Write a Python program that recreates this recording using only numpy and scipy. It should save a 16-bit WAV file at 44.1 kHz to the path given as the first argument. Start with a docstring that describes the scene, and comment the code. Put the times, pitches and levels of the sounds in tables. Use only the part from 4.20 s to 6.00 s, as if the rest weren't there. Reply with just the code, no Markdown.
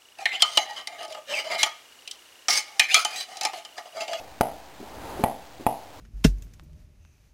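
"""Gas bubbles ignite at the water surface of a glass beaker in a small room. First the echoes of a pop die away.
At 0.2 s a bubble thumps and bangs, exciting the resonances of the beaker's air; bench and walls reflect it.
From 0.6 s bubbles oscillate under water in soft glugs and a rush of gas swells, falling back after the next
pop at 1.0 s. More glugs lead to a last pop at 1.5 s, and the rush starts to rise again. Throughout, a small
camera rounds the peaks by saturation and adds the grainy quantisation hiss of its coarse converter."""
import sys
import numpy as np
from scipy import signal
from scipy.fft import rfft, irfft, next_fast_len
from scipy.io import wavfile

SR = 44100
rng = np.random.default_rng(int(sys.argv[2]) if len(sys.argv) > 2 else 0)


def transcribe(u):
    """Save the signal u as a 16-bit wav file named by the first command-line argument.

    u: samples, shape (n,) or (channels, n), limited to [-1, 1]; the rate is SR.
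    q: integer samples, one column per channel.
    """
    v = np.clip(np.atleast_2d(u).T, -1, 1)
    q = np.round(v * 32767).astype(np.int16)
    wavfile.write(sys.argv[1], SR, q)


N = 79380

# ignitions: t/s, level/dB, thump-to-bang delay/s, thump f/Hz, thump level/dB, snap f/Hz, snap level/dB,
# crack level/dB, crack cutoff f/Hz, glass f/Hz, glass level/dB; all levels are relative gains
POPS = [(-0.112, -1.5, 0.00036, 235, -3.5, 1120, -12.5, 1.5, 3020, 1880, -46.5),
        (0.209, 0, 0.00048, 242.6, -0.5, 1250, -1.5, 1, 5360, 2990, -47),
        (1.038, 0.5, 0.00002, 241.7, 4, 1067, -10.5, -1, 3240, 1932, -41),
        (1.4657, 0, 0, 277, 0, 1016, -13.5, -1, 2740, 2840, -48.5)]
def pops(response):
    """Convolution: each pop excites the room; the first, before t = 0, leaves only its decay."""
    out = np.zeros(N)
    for start, db, *character in POPS:
        add(out, undb(db) * signal.fftconvolve(pop(*character), response)[:N], start)
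    return out


THUMP_DB, THUMP_T60_S = -5, .013
SNAP_T60_S, GLASS_T60_S = .0086, .2  # the snap is an upper resonance of the beaker's air, tuned per pop
BURN_S = .00052  # time for the flame to cross a bubble
CRACK_DELAY_S = .0011  # after the bang
# modes of the air in the beaker: f/Hz, level/dB, T60/s
BEAKER_MODES = [(491.3, -11.5, .019), (742.4, 2.5, .0125), (2399, -20.5, .007)]
def pop(delay, thump_hz, thump_db, snap_hz, snap_db, crack_db, crack_hz, glass_hz, glass_db):
    """Impulse excitation: a bubble ignites with a thump, and its bang sets air and glass ringing."""
    out = undb(THUMP_DB + thump_db) * ring(thump_hz, THUMP_T60_S)
    air = sum(undb(db) * ring(hz, t60) for hz, db, t60 in BEAKER_MODES)
    snap = undb(snap_db) * ring(snap_hz, SNAP_T60_S)
    glass = undb(glass_db) * ring(glass_hz, GLASS_T60_S)
    add(out, (air + snap) * swell(BURN_S) + glass, delay)
    add(out, crack(crack_db, crack_hz), delay + CRACK_DELAY_S)
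    return out + hollow()


CRACK_DB, CRACK_T60_S, CRACK_RISE_S = -9, .008, .00025
# spectrum of the crack before its low-pass: f/Hz, level/dB
CRACK_SPECTRUM = [(100, -25.5), (700, 5.5), (1300, -3.5), (1700, -11), (2500, -3), (4000, -8.5),
                  (5500, -7.5)]
def crack(db, cutoff_hz):
    """Broadband transient: the sharp edge of the bang is a brief burst of noise."""
    lowpass = signal.butter(3, cutoff_hz, fs=SR, output="sos")
    burst = signal.sosfilt(lowpass, noise(CRACK_SPECTRUM))
    return undb(CRACK_DB + db) * burst * fade(CRACK_T60_S) * swell(CRACK_RISE_S)


HOLLOW_HZ, HOLLOW_RISE_HZ_PER_S, HOLLOW_DB, HOLLOW_T60_S = 111, 420, -38, .4
def hollow():
    """Cavity resonance: the hollow blown into the water closes with a faint rising note."""
    t = np.arange(N) / SR
    mean_hz = HOLLOW_HZ + HOLLOW_RISE_HZ_PER_S * t / 2
    return undb(HOLLOW_DB) * ring(mean_hz, HOLLOW_T60_S)


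GLUG_T60_S, GLUG_RISE_S = .02, .00056
CHURN_DB, CHURN_T60_S = -14, .25
# spectrum of the churning water: f/Hz, level/dB
CHURN_SPECTRUM = [(80, -20.5), (180, -3), (320, -1), (450, -5), (700, -21.5), (2000, -28)]
# bubbles leaving the tube under water: t/s, level/dB, f/Hz
GLUGS = [(0.6016, -32, 333.5), (0.6111, -31, 262), (0.628, -35, 362), (0.9938, -25, 363),
         (1.0064, -25.5, 259), (1.0162, -27, 311), (1.3983, -32.5, 318), (1.4079, -29.5, 307.5)]
def glugs(response):
    """Damped oscillation: each bubble breaks loose, wobbles for a few cycles and churns the water."""
    out = np.zeros(N)
    for start, db, hz in GLUGS:
        wobble = 2 * ring(hz, GLUG_T60_S)
        churn = undb(CHURN_DB) * noise(CHURN_SPECTRUM) * fade(CHURN_T60_S)
        glug = (wobble + churn) * swell(GLUG_RISE_S)
        add(out, undb(db) * signal.fftconvolve(glug, response)[:N], start)
    return out


# envelope of the gas stream: t/s, level/dB
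RUSH_ENVELOPE = [(0, -59.5), (0.539, -63.5), (.66, -46), (.76, -42.5), (.86, -37), (.98, -36.5),
                 (1.081, -42), (1.198, -62.5), (1.661, -60), (1.8, -47)]
# its spectrum: f/Hz, level/dB
RUSH_SPECTRUM = [(25, 1.5), (65, 6), (150, -9), (300, -1.5), (450, -3.5), (620, -2.5), (850, -1),
                 (1200, -10), (2000, -16.5), (3500, -21.5), (5500, -22)]
def gas_rush():
    """Flow noise: gas streams more strongly for a while, dies back and begins to build again."""
    times, levels = np.array(RUSH_ENVELOPE).T
    level_db = np.interp(np.arange(N) / SR, times, levels)
    return noise(RUSH_SPECTRUM) * undb(level_db)


TAIL_DB, TAIL_T60_S, ROOM_BUILD_S = -13.5, .55, .015
# echoes from bench, apparatus and walls: delay t/s, level/dB
ECHOES = [(0.0036, -10), (0.0057, -5), (0.0131, -19.5), (0.0188, -19.5), (0.0222, -15.5), (0.0268, -19),
          (0.0303, -18.5), (0.0386, -21.5), (0.0419, -21.5), (0.0459, -19), (0.0589, -17.5), (0.0631, -27),
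          (0.0722, -25.5), (0.0759, -20.5), (0.0832, -27.5), (0.0908, -26.5), (0.1044, -26.5),
          (0.1119, -29), (0.1234, -27.5), (0.1469, -35)]
# filter on the reflected sound: f/Hz, level/dB
REFLECTION_SPECTRUM = [(40, -42), (90, -30), (130, -13.5), (200, -11.5), (300, -5.5), (400, -8),
                       (480, -2.5), (600, 2.5), (740, -.5), (920, 2.5), (1200, -11), (1500, -14.5),
                       (2000, -5.5), (5500, -7.5)]
# lingering resonances of the room: f/Hz, level/dB, T60/s
ROOM_MODES = [(373, -66.5, .35), (474, -66.5, .35), (525.1, -63, 0.41), (599.3, -60, 0.28),
              (686.6, -63.5, .45), (770.4, -67.5, .45), (858.3, -66.5, .38), (1017, -67.5, 0.26)]
def room_response():
    """Reverberation: the direct impulse is followed by echoes, a diffuse tail and room modes."""
    reflections = rng.standard_normal(N) * fade(TAIL_T60_S) * swell(ROOM_BUILD_S)
    reflections *= undb(TAIL_DB) / np.linalg.norm(reflections)
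    for delay, db in ECHOES:
        reflections[int(delay * SR)] += undb(db)
    modes = sum(undb(db) * ring(hz, t60) for hz, db, t60 in ROOM_MODES) * swell(ROOM_BUILD_S)
    return signal.unit_impulse(N) + colour(reflections, REFLECTION_SPECTRUM) + modes


AIR_DB, HUM_HZ, HUM_DB = -49, 296.5, -62
# spectrum of the room air: f/Hz, level/dB
AIR_SPECTRUM = [(20, 5), (70, 7), (170, -5), (300, -4), (450, -6), (780, 3), (1100, -7), (2000, -13.5),
                (5500, -20)]
def background():
    """Stationary noise floor: quiet room air and a faint electrical hum."""
    hum = np.sqrt(2) * np.sin(2 * np.pi * HUM_HZ * np.arange(N) / SR)
    return undb(AIR_DB) * noise(AIR_SPECTRUM) + undb(HUM_DB) * hum


def undb(db):
    """Amplitude ratio of a level in decibels."""
    return 10 ** (np.asarray(db) / 20)


def colour(x, points):
    """Minimum-phase filtering through points of f/Hz, level/dB."""
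    size = next_fast_len(2 * N)
    hz, db = np.array(points, float).T
    f = np.maximum(np.fft.rfftfreq(size, 1 / SR), 1)
    gain = undb(np.interp(np.log(f), np.log(hz), db))
    cepstrum = irfft(np.log(gain), size)
    cepstrum[1:size // 2] *= 2  # folding onto positive time makes the filter causal
    cepstrum[size // 2 + 1:] = 0
    return irfft(rfft(x, size) * np.exp(rfft(cepstrum)), size)[:len(x)]


def noise(points):
    """Spectrally shaped noise of rms 1 within the band of the converter."""
    white = rng.standard_normal(N // HOLD_SAMPLES + 1)
    x = colour(signal.resample_poly(white, HOLD_SAMPLES, 1)[:N], points)
    return x / np.std(x)


def swell(seconds):
    """Exponential attack with the given time constant."""
    return 1 - np.exp(-np.arange(N) / SR / seconds)


def fade(t60):
    """Exponential decay by 60 dB in t60 seconds."""
    return np.exp(-np.log(1000) * np.minimum(np.arange(N) / SR / t60, 10))


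def ring(hz, t60):
    """Free vibration of one damped mode."""
    return np.sin(2 * np.pi * hz * np.arange(N) / SR) * fade(t60)


def add(out, x, start):
    """Superpose x on out from a start time, which may be negative."""
    i = int(round(start * SR))
    x = x[max(-i, 0):N - max(i, 0)]
    out[max(i, 0):max(i, 0) + len(x)] += x


def scene():
    """Superposition: pops and glugs reverberate over the gas rush and the background."""
    response = room_response()
    out = gas_rush() + background() + pops(response) + glugs(response)
    return out[None]


MIC_LOW_HZ, SATURATION_LIMIT, TOP_HZ = 72.2, .52, 16000
HOLD_SAMPLES, STEPS_PER_UNIT, BIAS_STEPS = 4, 128, -.36
def record(dry):
    """Saturation and quantisation: a microphone thins the bass and rounds peaks for an 8-bit converter."""
    thin = signal.sosfilt(signal.butter(1, MIC_LOW_HZ, "high", fs=SR, output="sos"), dry)
    rounded = SATURATION_LIMIT * np.tanh(thin / SATURATION_LIMIT)
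    slow = signal.resample_poly(rounded, 1, HOLD_SAMPLES, axis=1, window="boxcar")
    quantised = np.round(slow * STEPS_PER_UNIT + BIAS_STEPS) / STEPS_PER_UNIT
    held = np.repeat(quantised, HOLD_SAMPLES, axis=1)[:, :N]  # mirrors the spectrum into the treble
    return signal.sosfilt(signal.ellip(10, .1, 80, TOP_HZ, fs=SR, output="sos"), held)


dry = scene()
out = record(dry)
transcribe(out)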